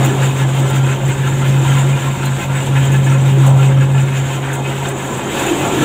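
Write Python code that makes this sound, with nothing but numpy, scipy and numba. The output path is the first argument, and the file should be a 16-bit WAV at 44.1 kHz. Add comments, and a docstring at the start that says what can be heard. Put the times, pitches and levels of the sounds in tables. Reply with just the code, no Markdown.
"""In a field, inside the steel trailer into which a thresher pours grain; a phone is held there and slowly
turned. The beater drum booms and throbs as a moving sine with weak overtones; engine and shaft drone as
steadier sines. Fan, straw and hopper wall are shaped, flickering noise, and noise keeps the casing's modes
rattling. The shaker knocks the casing four times a turn and gusts grain down the chute: decaying sines, large
and tiny. Single knocks, handfuls of grain, dull thumps and one brief squeak stand out of the roar."""
import sys
import numpy as np
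from scipy import signal
from scipy.fft import rfft, irfft, next_fast_len
from scipy.io import wavfile
from scipy.ndimage import uniform_filter1d
from numba import njit

SR = 44100
rng = np.random.default_rng(int(sys.argv[2]) if len(sys.argv) > 2 else 0)


def wav_out(sig):
    """Save sig, one row per channel (or a flat mono array), as 16-bit PCM at SR to the path in sys.argv[1]."""
    wavfile.write(sys.argv[1], SR, np.round(np.clip(np.atleast_2d(sig).T, -1, 1) * 32767).astype(np.int16))


def volts_from_decibels(level):
    """Turn decibel levels (scalar or array-like) into linear amplitude factors."""
    exponent = np.asarray(level, float) / 20
    return 10 ** exponent


N = 257544
T = np.arange(N) / SR
SHAKER_HZ = 5.712  # turns a second


def curves(rows):
    """Columns of a (time [s], ..) table at every sample."""
    s, *columns = np.transpose(rows)
    return [np.interp(T, s, column) for column in columns]


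def unit(x):
    """Scaled to rms 1."""
    return x / np.sqrt(np.mean(x ** 2))


def colour(x, shape):
    """Filters x through (frequency [Hz], gain [dB]) points, straight over log frequency; rms 1."""
    hz, db = np.transpose(shape)
    size = next_fast_len(N)
    f = np.maximum(np.arange(size // 2 + 1) * SR / size, 1)
    gain = volts_from_decibels(np.interp(np.log(f), np.log(hz), db, -90, -90))
    return unit(irfft(rfft(x, size) * gain, size)[:N])


def walk(rate):
    """Random levels held 1 / rate s and slewed twice; rms 1."""
    hold = int(SR / rate)
    steps = np.repeat(rng.standard_normal(N // hold + 1), hold)
    return unit(uniform_filter1d(uniform_filter1d(steps, hold), hold)[:N])


def tone(hz, multiple=1):
    """A sine of rms 1 on a multiple of a moving pitch."""
    turns = multiple * np.cumsum(hz) / SR + rng.random()
    return np.sqrt(2) * np.sin(2 * np.pi * turns)


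@njit
def rings(s, hz, t60, size):
    """Each row starts a sine that dies away 60 dB in t60."""
    out = np.zeros(N)
    for k in range(len(s)):
        z, p = size[k] + 0j, np.exp(2j * np.pi * hz[k] / SR - np.log(1000) / (t60[k] * SR))
        start = int(max(s[k], 0.) * SR)
        for i in range(start, min(N, start + int(t60[k] * SR))):
            z *= p
            out[i] += z.imag
    return out


def flickering(shape, flicker_db, rate):
    """Noise whose level flickers, shaped by (frequency [Hz], level per Hz [dB]) points; rms 1."""
    return colour(volts_from_decibels(flicker_db * walk(rate)) * rng.standard_normal(N), shape)


# beater bars passing, booming in the trailer where the phone is held:
# (time [s], crest level [dB], depth of the throb [dB])
DRUM = [(0, -11, 8), (.36, -12, 6.5), (.6, -12, 1.5), (.88, -11, 7), (1.05, -12, 11), (1.3, -13, 2),
        (1.54, -10.5, 4.5), (1.84, -9.5, 1.5), (2.05, -14.5, 9), (2.3, -14.5, 9), (2.55, -15.5, 9),
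        (2.77, -9.5, 3.5), (3.3, -9.5, 0.5), (3.5, -6, 0), (3.8, -8, 3.5), (4, -9.5, 5), (4.35, -19, 0),
        (4.85, -20.5, 0), (5.15, -27.5, 4), (5.45, -25.5, 14), (5.84, -25.5, -2)]
# drum speed sags and recovers with the load: (time [s], bar-passing rate [Hz])
DRUM_HZ = [(0, 134), (.8, 133.9), (1.2, 135.1), (1.8, 135.7), (2.4, 136), (3, 135.5), (3.5, 135.1),
           (4, 134.1), (4.5, 135.1), (5.84, 135.3)]
# overtones of the drum: (time [s], 2nd level [dB], 3rd level [dB], 4th level [dB])
DRUM_OVERTONES = [(0, -39, -31.5, -35), (2, -42.5, -51, -49), (3.45, -33.5, -32.5, -34),
                  (4.35, -41, -43.5, -46), (4.75, -51, -30.5, -38), (5.1, -39, -38, -48),
                  (5.84, -39, -47, -54)]
# troughs of the uneven throb, four to six a second: (time [s])
THROB_S = [-.06, .14, .36, .54, .69, .99, 1.16, 1.37, 1.65, 1.84, 2, 2.17, 2.42, 2.66, 2.87, 3.04, 3.21,
           3.36, 3.59, 3.72, 3.89, 4.1, 4.36, 4.53, 4.72, 4.92, 5.17, 5.35, 5.55, 5.7, 5.9]


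def drum():
    """The bar-passing tone booms in the trailer, throbs and flutters; weak overtones come and go."""
    hz = curves(DRUM_HZ)[0]
    overtones = 0
    for k, db in enumerate(curves(DRUM_OVERTONES)):
        wander_db = 5.3 * np.tanh(walk(18))
        overtones = overtones + volts_from_decibels(db + wander_db) * tone(hz + 0.31 * walk(10), k + 2)
    flutter = 1 + .05 * walk(60)
    crest_db, depth_db = curves(DRUM)
    # 1 in each trough, 0 midway between two
    throb = np.cos(np.pi * np.interp(T, THROB_S, np.arange(len(THROB_S)))) ** 4
    boom = volts_from_decibels(crest_db - depth_db * throb) * flutter * tone(hz + 0.7 * walk(20))
    half_rate = volts_from_decibels(-49.5) * tone(hz, .5)
    return boom + half_rate + overtones


# engine firing line: (time [s], level [dB])
ENGINE = [(0, -44), (2, -42), (4, -40), (4.3, -53), (5.25, -55), (5.35, -42), (5.84, -45)]
# orders of the engine: (multiple of the firing rate, level over the firing line [dB])
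ENGINE_ORDERS = [(.75, -11), (1, -1.5), (2, 4), (2.249, -7), (2.5, 4), (4, 7.5), (5, 0.5), (6, 1)]


def engine():
    """Orders of the tractor's firing rate; uneven firing makes the higher ones waver and break up."""
    firing_hz = 47.19 + 0.401 * walk(8)
    orders = sum(volts_from_decibels(db + 0.5 * k * walk(6.2)) * tone(firing_hz, k) for k, db in ENGINE_ORDERS)
    return volts_from_decibels(curves(ENGINE)[0]) * orders


# lines of the drive shaft: (frequency [Hz], level [dB])
SHAFT = [(55.5, -47), (83.27, -41)]


def shaft():
    """Two lines of a drive shaft, steady in pitch and slightly wavering in level."""
    return sum(volts_from_decibels(db + 0.5 * walk(2.8)) * tone(np.full(N, hz)) for hz, db in SHAFT)


# low noise of the machine: (frequency [Hz], relative level per Hz [dB])
RUMBLE = [(88, -17.5), (150, -7.5), (167, -15.5), (194, -8.5), (306, -13.5), (340, -8.5), (436, -18.5),
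          (544, -15.5), (600, -22), (780, -49), (1320, -120)]
# middle noise of the machine: (frequency [Hz], relative level per Hz [dB])
ROAR = [(320, -19), (550, -0.5), (617, -4.5), (680, 0.5), (924, -2), (1200, -6.5), (1560, -22),
        (2640, -120)]
# deepest bass: (frequency [Hz], relative level per Hz [dB])
DEEP = [(25, -30), (60, -14), (100, -5), (120, -5), (150, -10), (180, -10)]
# level of the deepest bass: (time [s], level [dB])
DEEP_LEVEL = [(0, -43), (.65, -31), (2.3, -34), (3, -28), (3.4, -34), (3.85, -31), (4.3, -36), (5.2, -54),
              (5.35, -36), (5.84, -36)]


def roar(rumble_db, roar_db):
    """Fan and straw: three bands of noise, each flickering on its own."""
    rumble = volts_from_decibels(rumble_db) * flickering(RUMBLE, 1.1, 14)
    middle = volts_from_decibels(roar_db) * flickering(ROAR, 1.0, 22)
    deep = volts_from_decibels(curves(DEEP_LEVEL)[0]) * flickering(DEEP, 3.2, 8.24)
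    return rumble + middle + deep


# growl of the hopper wall: (time [s], level [dB])
GROWL = [(0, -25.5), (.35, -33.5), (2, -38.5), (4.4, -36.5), (5.25, -28.5), (5.42, -21.5), (5.84, -20.5)]
# its spectrum: (frequency [Hz], relative level per Hz [dB])
GROWL_SHAPE = [(200, -30), (260, -5), (334, 0.5), (430, -5), (520, -21)]


def growl():
    """The hopper wall growls under the sliding crop: noise around its low ring."""
    return volts_from_decibels(curves(GROWL)[0]) * flickering(GROWL_SHAPE, 1.5, 18)


def lumps():
    """The crop comes in lumps that shake all the treble at once; in dB."""
    return 1.17 * walk(28)


def surge(share, db, both_share, both_db):
    """Level change in dB through each shaker turn; the strong stroke slowly changes sides."""
    turn = T * SHAKER_HZ
    even_s, side_change_s = 2.07, 3.56  # a moment of equal strokes; time between two such moments
    side = np.sin(np.pi * (even_s - T) / side_change_s)
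    one_stroke = db * side * np.cos(2 * np.pi * (turn - share))
    both_strokes = both_db * np.cos(2 * np.pi * 2 * (turn - both_share))
    return one_stroke + both_strokes


def follow(treble_db, share):
    """A level that takes only a share of the treble's changes around -31 dB."""
    usual_db = -31
    return usual_db + share * (treble_db - usual_db)


# high noise: (frequency [Hz], relative level per Hz [dB])
HISS = [(1500, -24), (2300, -0.5), (3000, -0.5), (3700, -1), (4300, -14.5), (5100, -20.5), (7300, -4),
        (8900, -14), (11500, -19), (15000, -16), (16000, -20)]
# its surge: (crest [share of a turn], largest swing [dB], crest on both strokes [share of a turn], swing [dB])
HISS_SURGE = (0.3, 1.6, 0.38, .4)


def hiss(treble_db, lumps_db):
    """The high noise of fan and straw, surging with the shaker."""
    return volts_from_decibels(treble_db - 3 + lumps_db + surge(*HISS_SURGE)) * flickering(HISS, 1.0, 20)


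# modes of the sheet-steel casing: (frequency [Hz], ring time t60 when struck [s], relative level [dB])
CASING = [(530, 0.19, -6), (697, .1, -5), (852, .11, -1), (929.6, 0.088, 1.5), (1021, 0.12, -1),
          (1370, 0.12, -1), (1560, 0.043, 0), (1708, 0.091, -1.5), (2086, 0.071, -3), (2270, 0.077, -6.5),
          (2540, 0.086, 0.5), (2814, 0.049, -2), (3137, 0.037, 0), (3650, 0.048, -5)]


def rattle():
    """Straw and kernels keep the casing's modes buzzing, now this one, now that; rms 1."""
    out = 0
    for hz, t60, db in CASING:
        r = np.exp(-np.log(1000) / (0.68 * t60 * SR))  # the load damps the steel
        poles = [1, -2 * r * np.cos(2 * np.pi * hz / SR), r * r]
        ring = signal.lfilter([1, 0, -1], poles, rng.standard_normal(N))
        out = out + volts_from_decibels(db + 9.5 * np.tanh(walk(22))) * unit(ring)
    return unit(out)


# rustling straw: (frequency [Hz], relative level per Hz [dB])
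RUSTLE = [(680, -50), (1150, -4), (1380, 2.5), (1690, 2.5), (1880, 1.5), (2510, -4), (3700, -14.5),
          (4370, -23), (5000, -37), (6500, -48), (11000, -120)]
# its surge: (crest [share of a turn], largest swing [dB], crest on both strokes [share of a turn], swing [dB])
STRAW_SURGE = (0.29, 2.57, 0.29, 0.62)


def straw(treble_db, lumps_db):
    """Straw rustles as flickering noise and rattles the casing, surging with the shaker."""
    level_db = follow(treble_db, 0.54) + surge(*STRAW_SURGE) + lumps_db
    return volts_from_decibels(level_db) * (volts_from_decibels(-2.5) * flickering(RUSTLE, 2.0, 25.28) + volts_from_decibels(-1) * rattle())


# colour of all the grain: (frequency [Hz], gain [dB])
GRAIN = [(2650, -16), (4500, -14), (5000, -21.5), (5360, -20), (7140, 1), (8070, -3), (9260, -15.5),
         (11900, -14.5), (14900, -16.5), (15500, -3), (16000, -20)]
# its surge: (crest [share of a turn], largest swing [dB], crest on both strokes [share of a turn], swing [dB])
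GRAIN_SURGE = (0.34, 2.17, 0.38, 0.88)
# handfuls that hit the steel at once: (time [s], nominal level before colouring [dB], shared pitch [Hz])
SPLASHES = [(0.046, -12.5, 14900), (.59, -21, 11300), (0.6984, -17, 9400), (.7622, -23, 8900),
            (1.079, -22.5, 9900), (1.786, -20, 8800), (2.252, -18, 12600), (2.663, -24, 10400),
            (2.9163, -19, 11200), (3.463, -16.5, 10500), (4.5307, -16, 9860), (4.883, -18.5, 10100),
            (5.171, -21, 9420), (5.4276, -23, 9460), (5.463, -17, 9000)]


def hail(flow_db):
    """A dense hail of kernels on steel, each a tiny ringing tick, as loud as the flow."""
    gain = volts_from_decibels(flow_db + 1.33 * walk(30))
    when, hardness, pitch, length = rng.random((40000, 4)).T
    sample = (when * N).astype(int)
    size = gain[sample] * volts_from_decibels(-1.8 * np.log(1 - hardness))
    # kernels come in clumps that ring alike: 32 pitch bands swell and fade separately
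    clumps_db = 2.75 * np.array([walk(30) for _ in range(32)])
    size = size * volts_from_decibels(clumps_db[(32 * pitch).astype(int), sample])
    size = size * volts_from_decibels(-7 * (pitch > .45))  # ticks above 9400 Hz are softer
    ticks = rings(when * N / SR, 4000 + 12000 * pitch, 0.027 + 0.059 * length ** 2, size)
    return ticks * np.sqrt(np.mean(gain ** 2) / np.mean(ticks ** 2))


def handfuls():
    """Handfuls of forty kernels strike almost together, each a short ringing tick."""
    s, db, shared_hz = np.transpose(SPLASHES)[:, :, None]
    delay, group, pitch, hardness = rng.random((4, len(s), 40))
    late_s = -.008 * np.log(1 - delay)
    # about a third of each handful shares nearly one pitch
    hz = np.where(group < .3, shared_hz * (.97 + 0.038 * pitch), 5500 + 10500 * pitch)
    size = volts_from_decibels(db - 14 + 2.7 * hardness)  # -14 dB: one kernel's part of the handful
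    return rings((s + late_s).ravel(), hz.ravel(), np.full(hz.size, .02), size.ravel())


def grain(treble_db, lumps_db):
    """Grain on steel: hail in shaker gusts plus handfuls, coloured together at an unchanged rms."""
    flow_db = follow(treble_db, 0.65) - 5 + surge(*GRAIN_SURGE) + lumps_db
    ticks = hail(flow_db) + handfuls()
    return colour(ticks, GRAIN) * np.sqrt(np.mean(ticks ** 2))


# single knocks, each at its own time and spot: (time [s], nominal level [dB], part of the casing struck [Hz])
KNOCKS = [(0.0298, -19, 1400), (0.6976, -11.5, 1250), (.742, -16, 1370), (0.8707, -14.5, 1370),
          (1.0844, -10, 2090), (1.2603, -12, 1370), (1.311, -16, 1340), (1.4115, -15.5, 1370),
          (1.438, -12, 1560), (1.641, -14, 930), (1.708, -9.5, 1530), (1.758, -12, 1370),
          (2.029, -15.5, 1440), (2.059, -16, 1030), (2.219, -11, 1390), (2.259, -13.5, 1590),
          (2.394, -13, 1290), (2.5805, -21, 1500), (2.7526, -9.5, 1720), (2.9292, -9.5, 1730),
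          (3.0606, -10, 1780), (3.0944, -21, 930), (3.467, -19, 1560), (3.62, -12, 2720),
          (3.8043, -15, 1720), (3.938, -18, 1740), (4.2872, -19, 2280), (4.5096, -17, 1340),
          (4.845, -12, 3660), (5.3594, -16, 2700), (5.4705, -13, 2540), (5.6401, -14, 1340),
          (5.8105, -11, 1370)]
# light knocks of one shaker turn: (time [share of the turn], nominal level [dB])
SHAKER_KNOCKS = [(.22, -17.5), (.5, -16.5), (.72, -18), (.95, -17.5)]


def shaker_knocks():
    """Rows of light knocks on every shaker turn, a little uneven in time, level and spot."""
    turns = np.arange(int(N / SR * SHAKER_HZ) + 1)[:, None]
    share, db = np.transpose(SHAKER_KNOCKS)
    s = ((turns + share) / SHAKER_HZ).ravel()
    late, harder, aside = rng.standard_normal((3, len(s)))
    level_db = np.tile(db, len(turns)) + 1.5 * harder
    return np.c_[s + .004 * late, level_db, 1400 * 2 ** (.55 * aside)]


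def casing():
    """Knocks ring the sheet steel, most near the spot struck; each is a rattle of three blows."""
    s, peak_db, spot_hz = np.r_[np.array(KNOCKS), shaker_knocks()].T[:, :, None, None]
    hz, t60, db = np.transpose(CASING)[:, None, :, None]
    harder, late, off_pitch = rng.standard_normal((3, len(s), len(CASING), 3))
    blow = np.arange(3)
    near_db = np.maximum(-40 * abs(np.log2(hz / spot_hz)), -11)  # far modes fall no lower
    blow_db = -4.3 * abs(blow - 1) + 1.3 * harder  # the middle blow tends to be hardest
    size = volts_from_decibels(peak_db + db + near_db - 7.5 + blow_db)  # -7.5 dB: one mode's part of the peak
    s = s + .009 * blow + .004 * abs(late)
    hz = hz * (1 + 0.017 * off_pitch[:, :, :1])
    return rings(*(a.ravel().copy() for a in np.broadcast_arrays(s, hz, t60, size)))


# dull thumps of the hopper wall: (time [s], nominal level before smoothing [dB])
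THUMPS = [(.064, -13.5), (.451, -17.5), (1.614, -19), (2.381, -19.5), (3.056, -18), (3.374, -11),
          (4.676, -22), (5.512, -9.5), (5.631, -14), (5.733, -10)]


def thumps():
    """Soft pushes set off the hopper wall's low ring near 334 Hz, smoothed at its start."""
    s, db = np.transpose(THUMPS)
    hz = 334 * (1 + 0.015 * rng.standard_normal(len(s)))
    return uniform_filter1d(rings(s, hz, np.full(len(s), .22), volts_from_decibels(db)), size=33)


# one brief metal squeak: (time [s], length [s], frequency [Hz], level [dB])
SQUEAK = (2.268, .018, 4090, -35)


def squeak():
    """A short scrape holds one slightly trembling pitch."""
    s, length, hz, db = SQUEAK
    return volts_from_decibels(db) * np.exp(-((T - s) / length) ** 2) * tone(hz + 15 * walk(72))


# noise of the machine at the phone as it turns:
# (time [s], rumble level [dB], roar level [dB], treble reference level [dB])
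HEARD = [(0, -18, -21, -26), (.1, -25, -26, -28), (.7, -24.5, -28.5, -30.5), (1.3, -25, -33.5, -32),
         (1.55, -23, -29.5, -31), (1.76, -26, -26.5, -28.5), (1.9, -23.5, -29, -30.5),
         (2.3, -30.5, -31, -31.5), (2.95, -23, -30, -30.5), (3.35, -26.5, -31.5, -32.5),
         (3.45, -24.5, -25, -31), (3.85, -26, -31, -34.5), (4.3, -28.5, -32.5, -33),
         (5.25, -26, -27.5, -32), (5.43, -22.5, -21.5, -22), (5.58, -22, -24.5, -25.5),
         (5.68, -20, -19.5, -20), (5.74, -23.5, -24.5, -24.5), (5.84, -16.5, -21.5, -22)]


def scene():
    """All sources at one microphone in the trailer."""
    rumble_db, roar_db, treble_db = curves(HEARD)
    lumps_db = lumps()
    machine = drum() + engine() + shaft()
    noise = roar(rumble_db, roar_db) + growl() + hiss(treble_db, lumps_db)
    crop = straw(treble_db, lumps_db) + grain(treble_db, lumps_db)
    return (machine + noise + crop + casing() + thumps() + squeak())[None]


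def band_limit(x):
    """A steep low-pass at the top of the band."""
    return signal.sosfilt(signal.butter(12, 16560, fs=SR, output="sos"), x)


def record(dry):
    """The phone rounds the loudest peaks and cuts the top above 15520 Hz."""
    round_tops = np.tanh(0.6 * dry) / 0.6
    low_pass = signal.ellip(10, .2, 80, 15520, fs=SR, output="sos")
    mix = signal.sosfilt(low_pass, round_tops)
    return band_limit(mix)


dry = scene()
out = record(dry)
wav_out(out)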